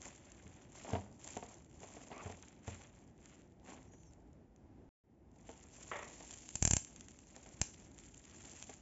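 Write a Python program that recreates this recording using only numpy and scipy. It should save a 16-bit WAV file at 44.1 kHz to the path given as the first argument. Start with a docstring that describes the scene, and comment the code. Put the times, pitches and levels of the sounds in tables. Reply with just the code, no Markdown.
"""A desk in a small room, where hands turn a bubble-wrapped cardboard box and set it down.
The film crinkles and scuffs as its creases snap over; the panels ring under taps and the box bumps
the desk. After a moment of silence fingers press the wrap, something clatters dully, a snap-off
knife clicks out along its ratchet, and the blade starts to work into the film."""
import sys
import numpy as np
from scipy import signal
from scipy.fft import rfft, irfft
from scipy.io import wavfile
from scipy.ndimage import uniform_filter1d

SR = 44100
rng = np.random.default_rng(int(sys.argv[2]) if len(sys.argv) > 2 else 0)


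def put_to_file(sound):
    """Save the sound as 16-bit audio at rate SR, in the file named by the first command-line argument."""
    columns = np.atleast_2d(sound).T  # one column per channel
    safe = np.clip(columns, -1, 1)
    whole_steps = np.round(safe * 32767)
    wavfile.write(sys.argv[1], SR, whole_steps.astype(np.int16))


N = 388521
T = np.arange(N) / SR
TOP_HZ = 7590  # high cut on the whole scene


def amp(db):
    """Decibels to gain."""
    return 10 ** (np.asarray(db) / 20)


def unit_rms(x):
    """Scales to rms 1."""
    return x / np.sqrt(np.mean(x ** 2) + 1e-20)


def unit_peak(x):
    """Scales to peak 1."""
    return x / abs(x).max()


def curve_at(points, hz):
    """Reads a curve on a log-frequency axis."""
    freq_hz, value = np.transpose(points)
    return np.interp(np.log(hz + 1), np.log(freq_hz + 1), value)


def equalise(x, eq, size=4096):
    """Minimum-phase EQ, so attacks stay sharp; it falls away above TOP_HZ."""
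    hz = abs(np.fft.fftfreq(size, 1 / SR))
    high_cut_db = np.clip((hz - TOP_HZ) / 40, 0, 40)
    log_gain = np.log(amp(curve_at(eq, hz) - high_cut_db))
    impulse = np.fft.ifft(np.exp(np.conj(signal.hilbert(log_gain)))).real
    return signal.fftconvolve(x, impulse[:size // 2])[:len(x)]


def wander(per_s):
    """Random drift of rms 1 that turns per_s times a second."""
    return unit_rms(np.interp(T * per_s, np.arange(8000), rng.standard_normal(8000)))


def crackle(eq, per_s, spread_db, clump_db, ring_s, facets=12):
    """Clumps of tiny uneven clicks, held at a steady level; each facet of film has its own short ring."""
    size = amp(spread_db * np.minimum(rng.exponential(1, N), 4) + clump_db * wander(130))
    clicks = size * (rng.random(N) < per_s / SR) * rng.choice([-1, 1], N)
    facet, t = rng.integers(0, facets, N), T[:256]
    rings = rng.standard_normal((facets, len(t))) * np.exp(-t / ring_s)
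    grains = sum(signal.oaconvolve(clicks * (facet == k), unit_rms(rings[k]))[:N] for k in range(facets))
    texture = equalise(grains, eq)
    return texture / np.sqrt(abs(uniform_filter1d(texture ** 2, size=4000)) + 1e-12)


def burst(eq, ring_s, ring_db):
    """A sharp click with a short noisy ring, coloured a little differently each time."""
    t = T[:3000]
    click = 1. * (t == 0)
    onset = 1 - np.exp(-(t / ring_s * 2) ** 2)
    ringing = amp(ring_db) * rng.standard_normal(len(t)) * np.exp(-t / ring_s) * onset
    size = np.std(unit_peak(equalise(click, eq))) * np.linalg.norm(click + ringing)
    return size * unit_rms(equalise(click + ringing, eq))


def ring(modes, detune, rise_s):
    """Damped modes, peak 1; pitch and strength vary with where the blow lands."""
    t = T[:SR // 2]
    body = np.zeros(len(t))
    for k, (hz, db, t60_s) in enumerate(modes):
        stray_db, bend = rng.standard_normal(2)
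        decay = amp(db + stray_db - 60 * t / t60_s)
        polarity = (-1) ** (k // 2)
        body += polarity * decay * np.sin(2 * np.pi * hz * (1 + detune * bend) * t)
    return unit_peak(body * (1 - np.exp(-t / rise_s)))


def add(mix, start_s, sound):
    """Mixes a sound in at start_s."""
    part = mix[max(round(start_s * SR), 0):][:len(sound)]
    part += sound[:len(part)]


# Room tone EQ: freq_hz, gain_db
ROOM_TONE_EQ = [(15, -44.5), (28, -10), (45, 5), (95, -2), (160, -5.5), (240, -4.5), (340, -7.5),
                (450, -15.5), (850, -19.5), (1150, -31.5), (2000, -33.5), (4200, -47.5), (7400, -42)]
def room_tone(level_db=-60, sway_db=1):
    """The low, steady murmur of the room."""
    gain = amp(level_db + sway_db * wander(10))
    return gain * unit_rms(equalise(rng.standard_normal(N), ROOM_TONE_EQ))


# Reverb time of the small room: freq_hz, t60_s
ROOM_DECAY = [(100, 0.54), (500, 0.3), (2000, 0.29), (7000, 0.37)]
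def reverb(send, predelay_s=.008, echoes_per_s=3000):
    """Sparse reflections, each band dying at its own speed."""
    n = SR // 2
    echoes = rng.standard_normal(n) * (rng.random(n) < echoes_per_s / SR) * (T[:n] > predelay_s)
    hz, t, bands = signal.stft(echoes, SR, nperseg=256)
    decay = amp(-60 * t / curve_at(ROOM_DECAY, hz)[:, None])
    tail = signal.istft(bands * decay, SR, nperseg=256)[1]
    return signal.fftconvolve(send, tail / np.linalg.norm(tail))[:N]


def stick_slip(db, path, jitter, ratio, partner_db, flutter_db):
    """Start time and sound of a fluttering two-tone glide; uneven slips smear the pitch into a rasp."""
    times_s, hz = np.transpose(path)
    t = np.arange(times_s[0], times_s[-1], 1 / SR)
    unrest = unit_rms(uniform_filter1d(rng.standard_normal(len(t)), size=40))
    pitch_hz = uniform_filter1d(np.interp(t, times_s, hz), size=700) * (1 + jitter * unrest)
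    phase = 2 * np.pi * np.cumsum(pitch_hz) / SR
    main, partner = (amp(flutter_db * wander(46)[:len(t)]) for _ in range(2))
    tone = unit_rms(main * np.sin(phase) + amp(partner_db) * partner * np.sin(ratio * phase))
    return times_s[0], amp(db) * tone * signal.windows.tukey(len(t), .3)


# A fingertip skid, quickening as it goes: time_s, pitch_hz
SKID_PATH = [(2.1, 921), (2.135, 1088), (2.17, 1186), (2.23, 1207)]
# Thin squeaks of the film: level_db, path of (time_s, pitch_hz)
FILM_SQUEAKS = [(-90, [(1.565, 7500), (1.61, 6600), (1.645, 5360)]), (-74.5, [(3.86, 6120), (3.91, 6760),
                (3.935, 6700), (3.965, 6620), (4.005, 7100), (4.055, 6330), (4.085, 6220), (4.125, 5800)])]
def film_friction(skid_db=-57):
    """Taut film rasps under a skidding finger, and squeaks faintly on two close pitches as it settles."""
    out = np.zeros(N)
    add(out, *stick_slip(skid_db, SKID_PATH, jitter=.13, ratio=2, partner_db=-1, flutter_db=3))
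    for db, path in FILM_SQUEAKS:
        add(out, *stick_slip(db, path, jitter=.004, ratio=.89, partner_db=-3, flutter_db=4))
    return out


# Dull, midrange EQ of the clatter: freq_hz, gain_db
CLATTER_EQ = [(130, -36), (300, -12.5), (530, -2), (750, -7.5), (1050, -5.5), (1330, -6.5), (1520, -16),
              (1920, -4.5), (2500, -14), (3500, -21), (4100, -35), (6000, -80)]
# A knock and its rebounds: start_s, level_db
CLATTER_HITS = [(5.915, -30.5), (5.933, -35), (5.956, -34.5), (5.991, -36), (6.027, -39.5)]
def clatter(ring_s=0.0071, tail_s=0.074, tail_db=-12):
    """A dull, rattling knock that rebounds a few times."""
    out, t = np.zeros(N), T[:SR // 5]
    envelope = np.exp(-t / ring_s) + amp(tail_db) * np.exp(-t / tail_s)
    for start_s, db in CLATTER_HITS:
        hit = equalise(envelope * rng.standard_normal(len(t)), CLATTER_EQ)
        add(out, start_s, amp(db) * unit_peak(hit))
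    return out


# Low modes of the box on the desk: pitch_hz, level_db, t60_s
DESK_MODES = [(92.4, 4, 0.27), (108, 1.5, 0.33), (203, -3.5, 0.31), (233.4, -4, 0.15), (306, -9, 0.14),
              (439, -7.5, 0.18)]
# The box meeting the desk: start_s, level_db
DESK_BUMPS = [(0.457, -47), (0.929, -29.5), (1.363, -49.5), (2.255, -38.5), (2.676, -36)]
def desk_bumps(lag_s=.0015):
    """Each bump shakes box and desk together."""
    out = np.zeros(N)
    for start_s, db in DESK_BUMPS:
        add(out, start_s + lag_s, amp(db) * ring(DESK_MODES, detune=0.028, rise_s=0.0027))
    return out


# EQs of dry finger contact and of the cardboard's body: freq_hz, gain_db
SCUFF_EQ = [(400, -18.5), (900, -0.5), (1400, 4.5), (2050, 5), (2700, 2.5), (3400, 0), (3900, -9),
            (6000, -26)]
CARDBOARD_EQ = [(120, -15), (260, -4), (450, -5), (750, -5.5), (1000, -10), (1400, -20.5), (2500, -33.5)]
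# Modes of the cardboard panels: pitch_hz, level_db, t60_s
PANEL_MODES = [(245.8, 0, 0.047), (288, -17, 0.049), (430, 0, 0.097), (613, -9.5, 0.013),
               (692.6, -2, 0.098), (776, 7, 0.018), (916, -9.5, 0.19), (1126, -16.5, .03)]
# Fingers and corners tapping the box: start_s, level_db
BOX_TAPS = [(0.846, -37), (0.887, -36), (0.932, -27.5), (0.951, -26.5), (0.965, -38), (1.366, -31.5),
            (1.425, -34.5), (1.831, -37), (1.965, -39), (2.115, -36), (2.259, -36), (2.297, -36),
            (2.677, -35), (3.935, -48), (5.49, -36.5), (6.205, -39.5), (7.362, -41.5), (7.459, -42.5),
            (8.6927, -38)]
def box_taps(contact_db=-8, thud_db=-11, panel_db=-1, firm_db=-31, cushion=0.72, lag_s=.0015):
    """A tap is a dry contact tick, a dense thud and the cardboard's ring."""
    out = np.zeros(N)
    for start_s, db in BOX_TAPS:
        contact = amp(contact_db) * burst(SCUFF_EQ, ring_s=0.0036, ring_db=-17.5)
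        thud = amp(thud_db) * burst(CARDBOARD_EQ, ring_s=0.0099, ring_db=-12)
        through_db = cushion * min(db - firm_db, 0)  # the bubbles cushion light taps
        panels = amp(panel_db + through_db) * ring(PANEL_MODES, detune=.04, rise_s=0.00078)
        for layer in (contact, thud, panels):
            add(out, start_s + lag_s, amp(db) * layer)
    return out


# Bright EQ of a crease: freq_hz, gain_db
CREASE_EQ = [(200, -8.5), (800, -15), (2000, -12.5), (3200, -8), (4200, -15.5), (5600, -11), (6200, -2.5),
             (7400, 0)]
# Accents in the crinkling: start_s, level_db
CREASE_SNAPS = [(0.0172, -40), (0.318, -44), (1.275, -35), (1.2872, -42.5), (1.3711, -36), (2.1788, -45),
                (2.4249, -42.5), (2.483, -47), (2.678, -43), (3.2569, -46.5), (4.134, -53.5), (4.33, -62),
                (4.561, -58), (5.492, -48), (5.514, -46.5), (6.3084, -37), (6.3274, -43), (6.34, -43),
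                (6.4891, -35.5), (6.8473, -39.5), (6.961, -41.5), (7.008, -38.5), (7.0838, -42.5),
                (7.1883, -46), (7.363, -43), (7.4625, -49), (7.987, -43), (8.144, -45.5), (8.1694, -53),
                (8.6247, -34), (8.6966, -40.5), (8.7384, -44)]
def crease_snaps(boost_db=2.5, lag_s=.0011):
    """The strongest creases snap over, one click each."""
    out = np.zeros(N)
    for start_s, db in CREASE_SNAPS:
        add(out, start_s + lag_s, amp(db + boost_db) * burst(CREASE_EQ, ring_s=0.00089, ring_db=-13.5))
    return out


# Moves of the hands and, at the end, the blade: start_s, hold_s, crinkle_db, scuff_db, drum_db
WRAP_MOVES = [(0.036, 0.026, -56.5, -60, -55.5), (0.215, 0.41, -71, -69.5, -66),
              (0.754, 0.12, -60, -64, -59.5), (0.898, 0.02, -59.5, -59.5, -44),
              (1.14, .05, -72.5, -85, -83), (1.243, 0.098, -57, -63.5, -58),
              (1.453, 0.084, -64.5, -69, -60), (1.718, .06, -72, -78, -77), (1.82, .22, -62.5, -67, -59.5),
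              (2.112, 0.081, -72, -64, -51), (2.237, 0.07, -61.5, -61.5, -55),
              (2.437, 0.049, -71, -67, -73), (2.677, .02, -58.5, -58, -58), (2.74, 0.1, -69, -66.5, -63),
              (2.96, 0.056, -76, -76, -68.5), (3.222, 0.14, -72, -70.5, -74),
              (3.689, 0.01, -61.5, -59.5, -51), (3.938, 0.13, -78.5, -87, -80.5),
              (5.358, 0.069, -78, -80, -69.5), (5.467, 0.18, -67.5, -71, -66), (5.752, 0.58, -60, -68, -63),
              (6.303, 0.34, -60.5, -74.5, -74), (6.87, 0.25, -68, -72.5, -73), (7.2, 0.12, -71, -79, -77),
              (7.323, 0.33, -66.5, -71, -68.5), (7.678, 0.17, -67.5, -72, -74),
              (7.973, 0.081, -64.5, -70, -80), (8.16, 0.049, -65.5, -75, -78),
              (8.276, 0.13, -62.5, -67, -68.5), (8.447, 0.18, -59, -66.5, -65.5),
              (8.69, 0.03, -63, -67, -72)]
def move_envelopes(rise_db_per_s=323, relax_db_per_s=107.5):
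    """Crinkle, scuff and drum gains: the film tightens quickly under a move and relaxes slowly."""
    power = np.zeros((3, N))
    for start_s, hold_s, *levels_db in WRAP_MOVES:
        attack_db = rise_db_per_s * np.maximum(start_s - T, 0)
        release_db = relax_db_per_s * np.maximum(T - start_s - hold_s, 0)
        power += np.outer(amp(levels_db), amp(-attack_db - release_db)) ** 2
    return np.sqrt(power)


# Fizzy EQ of the thin film: freq_hz, gain_db
FILM_EQ = [(300, -32.5), (1000, -35.5), (2100, -15), (3300, -14), (3900, -18), (5000, -16.5), (5700, -12),
           (6100, -7.5), (7400, -2)]
def bubble_wrap(tick_db=-27, scuff_db=-2, drum_db=-4):
    """The film fizzes and ticks, scuffs under the fingers and drums on the box."""
    crinkling, scuffing, drumming = move_envelopes()
    fizz = crackle(FILM_EQ, per_s=1700, spread_db=-3, clump_db=3.5, ring_s=.0004)
    ticks = crackle(CREASE_EQ, per_s=55, spread_db=6, clump_db=2.5, ring_s=0.00027)
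    scuff = crackle(SCUFF_EQ, per_s=1600, spread_db=0.5, clump_db=4, ring_s=0.00055)
    drum = crackle(CARDBOARD_EQ, per_s=700, spread_db=4, clump_db=-2, ring_s=0.0033)
    return (crinkling * fizz
            + amp(tick_db) * crinkling ** (2 / 3) * ticks  # under a gentle hand ticks outlast the fizz
            + amp(scuff_db) * scuffing * scuff
            + amp(drum_db) * drumming * drum)


# Steely EQ of the knife's slider: freq_hz, gain_db
SLIDER_EQ = [(100, -62), (400, -22), (800, -14), (1200, -23.5), (1500, -19.5), (2300, -19), (2950, -17.5),
             (3800, -26), (5000, -16.5), (5750, -12), (6150, -5), (6700, -8), (7350, 0)]
# The slider dropping into each notch: start_s, click_db, thump_db
RATCHET_NOTCHES = [(6.5542, -21, -35.5), (6.6244, -14, -20), (6.6509, -11, -22), (6.6746, -15.5, -23.5),
                   (6.709, -13, -22), (6.7339, -12, -19.5), (6.7661, -14.5, -25.5), (7.6143, -14.5, -24.5)]
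def knife_ratchet(lag_s=0.0013, thump_s=0.0016, seat_s=0.001233, seat_db=-14):
    """Each notch gives a bright steel click and a weaker one as the spring seats."""
    out, age = np.zeros(N), T[:2000] / thump_s
    thump = -age * np.exp(1 - age)  # a short low thump as each click overloads the microphone
    for start_s, click_db, thump_db in RATCHET_NOTCHES:
        hit_s = start_s + lag_s
        add(out, hit_s, amp(click_db) * burst(SLIDER_EQ, ring_s=.0003, ring_db=-14))
        add(out, hit_s + seat_s, amp(click_db + seat_db) * burst(SLIDER_EQ, ring_s=0.0016, ring_db=-2.5))
        add(out, hit_s, amp(thump_db) * thump)
    return out


def scene(handling_send_db=-13, knife_send_db=-12, clatter_send_db=-9):
    """Everything plays close up, with a little of the room behind it."""
    handling = bubble_wrap() + crease_snaps() + box_taps() + desk_bumps() + film_friction()
    knife, knocks = knife_ratchet(), clatter()
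    low_cut = signal.butter(2, 900, "high", fs=SR, output="sos")  # keeps the microphone thump dry
    send = (amp(handling_send_db) * handling
            + amp(knife_send_db) * signal.sosfilt(low_cut, knife)
            + amp(clatter_send_db) * knocks)
    return (handling + knife + knocks + reverb(send) + room_tone())[None]


def record(dry, low_hz=48, mute_s=4.891, resume_s=5.038, fade_s=0.18):
    """Bass roll-off, a brief silence after which the sound fades back in, and a steep high cut."""
    hz = np.fft.rfftfreq(N, 1 / SR)
    trimmed = irfft(rfft(dry) * hz ** 4 / (hz ** 4 + low_hz ** 4), N)
    fade_in = 1 - 0.66 * np.exp(-np.maximum(T - resume_s, 0) / fade_s)
    gate = np.where(T < mute_s, 1, fade_in * (T > resume_s))
    high_cut = signal.firwin(1023, TOP_HZ, window=("kaiser", 7), fs=SR)
    return signal.oaconvolve(trimmed * gate, high_cut[None], "same")


dry = scene()
out = record(dry)
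put_to_file(out)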